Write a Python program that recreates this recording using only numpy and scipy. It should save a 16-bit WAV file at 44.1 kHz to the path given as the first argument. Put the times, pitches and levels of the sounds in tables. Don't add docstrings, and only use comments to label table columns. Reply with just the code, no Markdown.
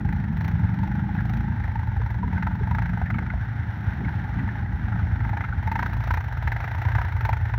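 import sys
import numpy as np
from scipy import signal
from scipy.fft import rfft, irfft
from scipy.io import wavfile
from scipy.ndimage import uniform_filter1d

SR = 44100
rng = np.random.default_rng(int(sys.argv[2]) if len(sys.argv) > 2 else 0)


def to_wav(sig):
    pcm = np.clip(np.atleast_2d(sig), -1, 1) * 32767
    pcm = np.round(pcm).astype(np.int16)
    wavfile.write(sys.argv[1], SR, pcm.T)


N = 334278


def undb(db):
    return 10 ** (np.asarray(db) / 20)


def unit(x):
    return x / np.sqrt(np.mean(x ** 2))


def curves(table):
    times, *columns = np.transpose(table)
    return [np.interp(np.arange(N) / SR, times, column) for column in columns]


def ring(x, modes, passes=1):
    for _ in range(passes):
        x = sum((-1) ** k * undb(db) * signal.lfilter(*signal.iirpeak(hz, hz / width, SR), x)
                for k, (hz, width, db) in enumerate(modes))
    return x


def colour(x, points):
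    hz, db = np.transpose(points)
    log_hz = np.log(np.arange(N // 2 + 1) * SR / N + 1)
    return irfft(rfft(x) * undb(np.interp(log_hz, np.log(hz), db)), N)


def muffle(x):
    return unit(signal.sosfilt(signal.butter(3, 300, fs=SR, output="sos"), x))


def firings(rate_hz, start_cycle, jitter_s, scatter_db):
    cycle = np.floor(start_cycle + np.cumsum(rate_hz) / SR)
    at = np.flatnonzero(np.diff(cycle))
    timing, size = rng.standard_normal((400, 2))[:len(at)].T
    at += (jitter_s * SR * timing).astype(int)
    clicks = np.zeros(N)
    clicks[np.clip(at, 0, N - 1)] = undb(scatter_db * size)
    return clicks


def puff(clicks, rise_s, fall_s):
    t = np.arange(SR // 10) / SR
    shape = (1 - np.exp(-t / rise_s)) * np.exp(-t / fall_s)
    return signal.fftconvolve(clicks, shape / shape.max())[:N]


def wander(rate_hz):
    hold = int(SR / rate_hz)
    steps = np.repeat(rng.standard_normal(N // hold + 1), hold)
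    return unit(uniform_filter1d(uniform_filter1d(steps, hold), hold)[:N])


# open_s, open_firings_per_s, shut_s, shut_firings_per_s
BLIPS = [(-0.0, 22.52, 0.126, 27.65), (0.329, 22.08, 0.471, 29.96), (0.674, 18.48, 0.926, 26.36),
         (1.139, 15.8, 1.367, 28.97), (1.505, 24.59, 1.789, 26.73), (1.989, 18.86, 2.105, 25.61),
         (2.315, 18.93, 2.482, 24.26), (2.601, 24.33, 2.814, 28.19), (3.05, 22.41, 3.278, 26.86),
         (3.648, 27.36, 3.909, 32.04), (4.122, 19.31, 4.314, 20.46), (4.35, 20.08, 4.703, 31.76),
         (4.842, 21.81, 4.945, 28.96), (5.17, 20.65, 5.405, 27.49), (5.589, 19.22, 5.836, 29.7),
         (5.938, 27.4, 6.167, 30.86), (6.389, 18.37, 6.683, 28.19), (6.864, 29.57, 7.011, 31.61),
         (7.163, 22.13, 7.318, 26.09), (7.415, 23.22, 7.58, 24.65)]
# ring_db, rasp_db, spit_db
FULL_LOAD = [(-42, -33.5, -45.5), (-42, -34.5, -37), (-44, -42, -49), (-44.5, -39, -42.5),
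             (-43, -37.5, -51.5), (-42.5, -35, -45), (-36.5, -30.5, -48), (-37, -28.5, -44.5),
             (-44.5, -34, -53.5), (-57, -51, -54), (-46, -49, -52.5), (-46.5, -41.5, -58.5),
             (-39.5, -24.5, -50.5), (-36.5, -28.5, -46), (-28, -21.5, -37), (-40, -31, -40.5),
             (-41, -30, -42.5), (-36, -25, -40), (-27.5, -23, -34), (-36.5, -29.5, -45.5)]
# time_s, ring_db, rasp_db, spit_db
COASTING = [(0, -47, -42, -51.5), (2.0, -41.5, -43.5, -53.5), (3.0, -46.5, -35.5, -49.5),
            (3.5, -56.5, -42, -58.5), (4.1, -47, -42, -53.5), (5.1, -46.5, -41, -57.5),
            (5.9, -48, -38, -47.5), (6.8, -39, -31.5, -43.5), (7.58, -50.5, -41, -51)]


def throttle():
    build_s, fade_s = 0.15, 0.069
    t = np.arange(N) / SR
    rate_hz = curves(np.reshape(BLIPS, (-1, 2)))[0]
    coasting_db = np.array(curves(COASTING))
    levels_db = coasting_db.copy()
    for (open_s, _, shut_s, _), full_db in zip(BLIPS, FULL_LOAD):
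        load = np.clip(np.minimum((t - open_s) / build_s, 1 - (t - shut_s) / fade_s), 0, 1)
        held_s = np.clip(np.minimum(t, shut_s) - open_s - build_s, 0, None)
        load *= 1 - held_s
        levels_db += load * (np.array(full_db)[:, None] - coasting_db)
    return rate_hz, levels_db


# time_s, ring_db, gas_db
BANGS = [(.838, 6.5, 4.5), (1.04, 2.5, -8), (1.095, 5.5, -5), (1.755, 7.5, 4), (2.07, 3.5, 0.5),
         (2.235, 8, -2), (2.33, 2, 2), (2.425, -0.5, 5.5), (2.467, 5, 3), (2.511, -1.5, -5),
         (2.675, 2, -4.5), (2.711, 5, -1.5), (2.975, 6, -1), (3.02, 7, 1.5), (3.105, 1, 9), (3.181, 6.5, 8),
         (3.34, 11, -1), (5.25, 3.5, -2), (4.958, -2.5, -7), (5.333, 3.5, -7), (5.715, 2, -0.5),
         (5.755, -0.5, -3), (5.793, -3, -1), (5.828, -1, -1), (5.864, -3, 3), (5.931, 6, 6.5),
         (6.106, 11, 5), (6.141, 6, 5.5), (6.173, 4, 2), (6.474, 6, 6.5), (6.523, 5, 6.5), (6.565, 2, -0.5),
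         (6.605, 0.5, -0.5), (6.639, 0, 1), (6.817, 0, 3), (6.952, 5, 3.5), (6.985, 4, -2.5),
         (7.016, -3, -0.5), (7.21, -3.5, 2), (7.252, 1, 4.5), (7.292, 4.5, -3), (7.33, -0.5, 0),
         (7.54, 2.5, 3)]


def bangs(clicks):
    at = np.flatnonzero(clicks)
    ring_and_gas = np.array([clicks, clicks])
    for time_s, *sizes_db in BANGS:
        nearest = at[np.argmin(abs(at - time_s * SR))]
        ring_and_gas[:, nearest] = undb(sizes_db)
    return ring_and_gas


# time_s, pitch_hz
PIPE_PITCH = [(0, 850), (.3, 885), (.6, 865), (.95, 850), (1.25, 815), (1.5, 880), (1.8, 915), (2.5, 905),
              (3.2, 890), (3.6, 860), (4.5, 850), (5.2, 870), (5.75, 915), (6.15, 925), (6.5, 905),
              (7.0, 910), (7.3, 915), (7.58, 890)]
PIPE_NOTES = [770, 830, 890, 950]


def tailpipe_ring(drive):
    width_hz, scatter_hz = 116, 26
    pitch_hz = curves(PIPE_PITCH)[0] + scatter_hz * wander(25)
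    shares = np.array([np.interp(pitch_hz, PIPE_NOTES, row) for row in np.eye(len(PIPE_NOTES))])
    shares /= np.sqrt(np.sum(shares ** 2, axis=0))
    return unit(sum(ring(share * drive, [(hz, width_hz, 0)], passes=3)
                    for share, hz in zip(shares, PIPE_NOTES)))


# pitch_hz, width_hz, gain_db
RASP_BANDS = [(1330, 300, 0), (1577, 330, 2), (1808, 500, -1.5), (2009, 253, -1), (2590, 430, -23)]
# pitch_hz, width_hz, gain_db
MOUTH_BANDS = [(736, 176, 0)]
# pitch_hz, gain_db
SPIT_TONE = [(1470, -2), (2500, -3), (3030, -14.5), (3940, -11.5), (4920, -24), (5650, -17), (6390, -24.5),
             (7930, -42), (10500, -38.5), (13300, -21), (15700, -26)]


def escaping_gas(clicks, drive):
    wet_noise = np.zeros(N)
    for hz, width, db in RASP_BANDS:
        gain = undb(db + 2.7 * wander(20))
        wet_noise += gain * ring(rng.standard_normal(N), [(hz, width, 0)], passes=2)
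    rasp = uniform_filter1d(puff(clicks, rise_s=0.0015, fall_s=0.0055), size=190) * unit(wet_noise)
    gulp = undb(-15.5 + 3 * wander(25)) * unit(ring(drive, MOUTH_BANDS, passes=2))
    crack = undb(-7 + 2.5 * wander(25)) * puff(clicks, rise_s=0.0012, fall_s=0.003)
    rasp += undb(-3) * crack * unit(ring(rng.standard_normal(N), RASP_BANDS, passes=2))
    linger = uniform_filter1d(puff(clicks ** 0.77, rise_s=0.0017, fall_s=0.0083), size=220)
    hiss = unit(colour(rng.standard_normal(N), SPIT_TONE))
    spit = (linger + uniform_filter1d(crack, size=120)) * hiss
    return rasp + gulp, spit


# pitch_hz, width_hz, gain_db
WADE_SILENCER = [(90.8, 20, 6), (50.6, 47, 2.5), (183, 230, -13.5)]


def wading_quad():
    rate_hz, (ring_db, rasp_db, spit_db) = throttle()
    clicks, gas_clicks = bangs(firings(rate_hz, start_cycle=-0.115, jitter_s=0.0004, scatter_db=1.3))
    rough_gas = puff(clicks, rise_s=0.002, fall_s=0.005) * rng.standard_normal(N)
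    kick = puff(clicks, rise_s=0.0001, fall_s=0.00017)
    drive = unit(rough_gas) + 0.9 * unit(kick - kick.mean())
    pipe = tailpipe_ring(drive)
    rasp, spit = escaping_gas(gas_clicks, drive)
    thud = unit(ring(puff(clicks, rise_s=0.0023, fall_s=0.001), WADE_SILENCER))
    thud_db = -22.5 + 0.21 * ring_db
    return undb(ring_db) * pipe + undb(rasp_db) * rasp + undb(spit_db) * spit + undb(thud_db) * thud


# time_s, firings_per_s, gain_db
REVS = [(0, 17.8, -30), (.29, 17.8, -30), (.55, 21.1, -27), (.8, 23.9, -26), (.89, 24.6, -25.5),
        (1.05, 24.7, -25.5), (1.16, 25.3, -27), (1.5, 28.4, -29), (1.68, 27, -44), (2.1, 23.6, -47),
        (2.26, 23.5, -32), (2.34, 22.9, -30), (2.62, 22, -30), (2.85, 21.4, -34), (3.02, 21.2, -30),
        (3.17, 22.1, -29), (3.3, 23.5, -35), (3.4, 23.5, -52), (7.58, 22, -57)]
# multiple_of_firing_rate, gain_db
REV_OVERTONES = [(5, -4), (6, -6), (7, -6), (8, -0.8), (9, -6), (10, -5), (11, -6), (12, -3), (13, -5)]
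# pitch_hz, gain_db
REV_TONE = [(100, 1), (200, -1), (222, -5), (250, -19.5), (310, -16.5), (360, -24.5)]
# pitch_hz, width_hz, gain_db
REV_SILENCER = [(177.4, 117, 9), (215, 50, -12)]
# time_s, level_db
REV_GAS = [(0, -29), (.15, -34), (.6, -36), (1.5, -37), (1.8, -39), (2.1, -40), (3.3, -40), (3.9, -38),
           (4.5, -35), (5.25, -34), (5.5, -40), (5.95, -37), (6.06, -53), (7.58, -51)]
# middle_s, length_s, level_db
REV_BURSTS = [(2.27, 0.14, -34.5), (2.77, 0.097, -37), (2.94, 0.077, -42.5), (3.201, 0.13, -33.5),
              (4.04, 0.11, -34), (4.401, 0.086, -35.5), (5.82, 0.19, -42.5)]


def revving_quad():
    t = np.arange(N) / SR
    rate_hz, hum_db = curves(REVS)
    phase = 2 * np.pi * np.cumsum(rate_hz) / SR
    hum = np.zeros(N)
    for multiple, db in REV_OVERTONES:
        gain = undb(db + 2.2 * wander(14))
        hum += gain * np.sin(multiple * phase + 2 * np.pi * rng.random() + 0.4 * wander(13))
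    gas = muffle(ring(rng.standard_normal(N), REV_SILENCER, passes=2))
    flow = undb(curves(REV_GAS)[0])
    for middle_s, length_s, db in REV_BURSTS:
        flow += undb(db) * np.exp(-(2 * (t - middle_s) / length_s) ** 2)
    return undb(hum_db) * colour(hum, REV_TONE) + flow * gas


# time_s, gain_db
DRONE_SWELL = [(0.0, -27), (0.32, -30.5), (0.8, -34), (1.14, -28.5), (1.5, -30.5), (1.96, -28),
               (2.26, -31.5), (2.43, -33.5), (2.64, -27), (3.12, -35), (3.52, -29), (3.91, -32.5),
               (4.56, -29), (4.98, -29), (5.42, -28.5), (5.72, -32.5), (6.14, -29), (7.45, -30),
               (7.58, -25.5)]
# pitch_hz, width_hz, gain_db
DRONE_SILENCER = [(54.1, 14, -3.5), (82.6, 16, -4.5), (111.9, 12.2, 2), (141.3, 29, -10)]


def droning_quad():
    rate_hz = 28 * (1 + 0.02 * wander(2.5))
    clicks = firings(rate_hz, start_cycle=0, jitter_s=0.0008, scatter_db=2.5)
    push = puff(clicks, rise_s=0.0012, fall_s=0.0011)
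    gas = undb(10) * rng.standard_normal(N)
    drone = muffle(ring(unit(push - push.mean()) + gas, DRONE_SILENCER))
    return undb(curves(DRONE_SWELL)[0] + 2) * drone


# time_s, firings_per_s
THUMP_SPEED = [(0, 9.78), (.9, 10.94), (1.55, 9.77), (2.05, 11.06), (2.95, 9.84), (3.6, 11.1), (4.1, 10.28),
               (5.0, 10.41), (5.85, 12.04), (6.6, 9.69), (7.25, 11.26), (7.58, 10.52)]
# time_s, level_db
THUMP_LEVEL = [(0, -31), (3, -30), (6, -30), (7.58, -26)]
# pitch_hz, width_hz, gain_db
THUMP_SILENCER = [(87.6, 55.7, 0)]


def thumping_quad():
    clicks = firings(curves(THUMP_SPEED)[0], start_cycle=-0.36, jitter_s=0.0022, scatter_db=2.2)
    return -undb(curves(THUMP_LEVEL)[0]) * unit(ring(clicks, THUMP_SILENCER, passes=3))


# pitch_hz, gain_db
CLATTER_TONE = [(150, -33), (250, -6.5), (491, -14), (660, -8.5), (841, 1.5), (1110, -12), (1540, 0.5),
                (1970, -5), (2550, -20.5), (3730, -24.5), (4930, -37.5), (5560, -31.5), (7470, -52),
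                (13500, -44.5), (15700, -43.5)]
# time_s, level_db
CLATTER_LEVEL = [(0.0, -44.5), (0.17, -44.5), (0.65, -42.5), (1.5, -43), (2.13, -44), (3.0, -43),
                 (3.45, -43), (4.08, -41), (5.66, -43), (5.85, -40), (6.31, -41.5), (6.93, -40),
                 (7.58, -43)]


def clatter():
    ticks = (rng.random(N) < 0.02) * rng.standard_normal(N)
    hiss = colour(rng.standard_normal(N) + 0.59 * unit(ticks), CLATTER_TONE)
    return unit(hiss) * undb(curves(CLATTER_LEVEL)[0] + 1.1 * wander(25))


# start_s, gain_db, pitch_hz, decay_s
SPLASHES = [(.915, -36.5, 1860, 0.0086), (1.15, -35, 1990, 0.0053), (1.185, -28, 1666, 0.01),
            (1.2, -33.5, 1444, 0.01), (1.995, -31, 416, .006), (2.232, -33, 430, .006),
            (2.365, -28.5, 1502, 0.016), (2.605, -32, 395, .006), (3.061, -28.5, 1765, 0.0089),
            (3.14, -33.5, 2160, 0.01), (3.209, -35, 406, 0.0072), (3.3, -28, 2025, 0.006),
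            (3.3, -25, 1470, 0.0056), (3.92, -32, 1560, 0.0085), (4.011, -36, 378, 0.0068),
            (4.09, -33, 325, 0.0066), (4.046, -32.5, 2150, 0.0047), (4.05, -30, 1490, 0.0067),
            (4.08, -22, 1610, 0.0037), (4.08, -31, 887, 0.0075), (4.196, -34, 1800, .006),
            (4.243, -35, 826, 0.012), (4.39, -30, 1980, 0.0052), (4.488, -26.5, 1710, 0.0063),
            (4.591, -32, 980, .006), (4.742, -35, 400, .006), (4.924, -29, 1353, 0.0088),
            (4.994, -30.5, 1340, 0.0073), (5.405, -31.5, 1994, 0.0087), (5.438, -24.5, 1310, 0.0062),
            (5.439, -27, 2060, 0.0072), (5.523, -25.5, 1484, 0.0071)]


def splashes():
    out = np.zeros(N)
    t = np.arange(SR // 12) / SR
    for start_s, db, hz, decay_s in SPLASHES:
        bubble = np.sin(2 * np.pi * hz * t * (1 + t))
        spray = 5 * np.sqrt(1500 / hz) * rng.standard_normal(len(t))
        shape = (1 - np.exp(-t / 0.0021)) * np.exp(-t / decay_s)
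        splash = ring(shape * (bubble + spray), [(hz, 0.45 * hz, 0)], passes=3)
        out[int(start_s * SR):][:len(t)] += undb(db) * splash
    return out


def scene():
    return (wading_quad() + revving_quad() + droning_quad() + thumping_quad() + clatter() + splashes())[None]


def record(dry):
    low_hz, top_hz = 47, 15870
    trimmed = signal.sosfilt(signal.butter(5, low_hz, "high", fs=SR, output="sos"), dry)
    return signal.sosfilt(signal.ellip(12, 0.2, 80, top_hz, fs=SR, output="sos"), trimmed)


dry = scene()
out = record(dry)
to_wav(out)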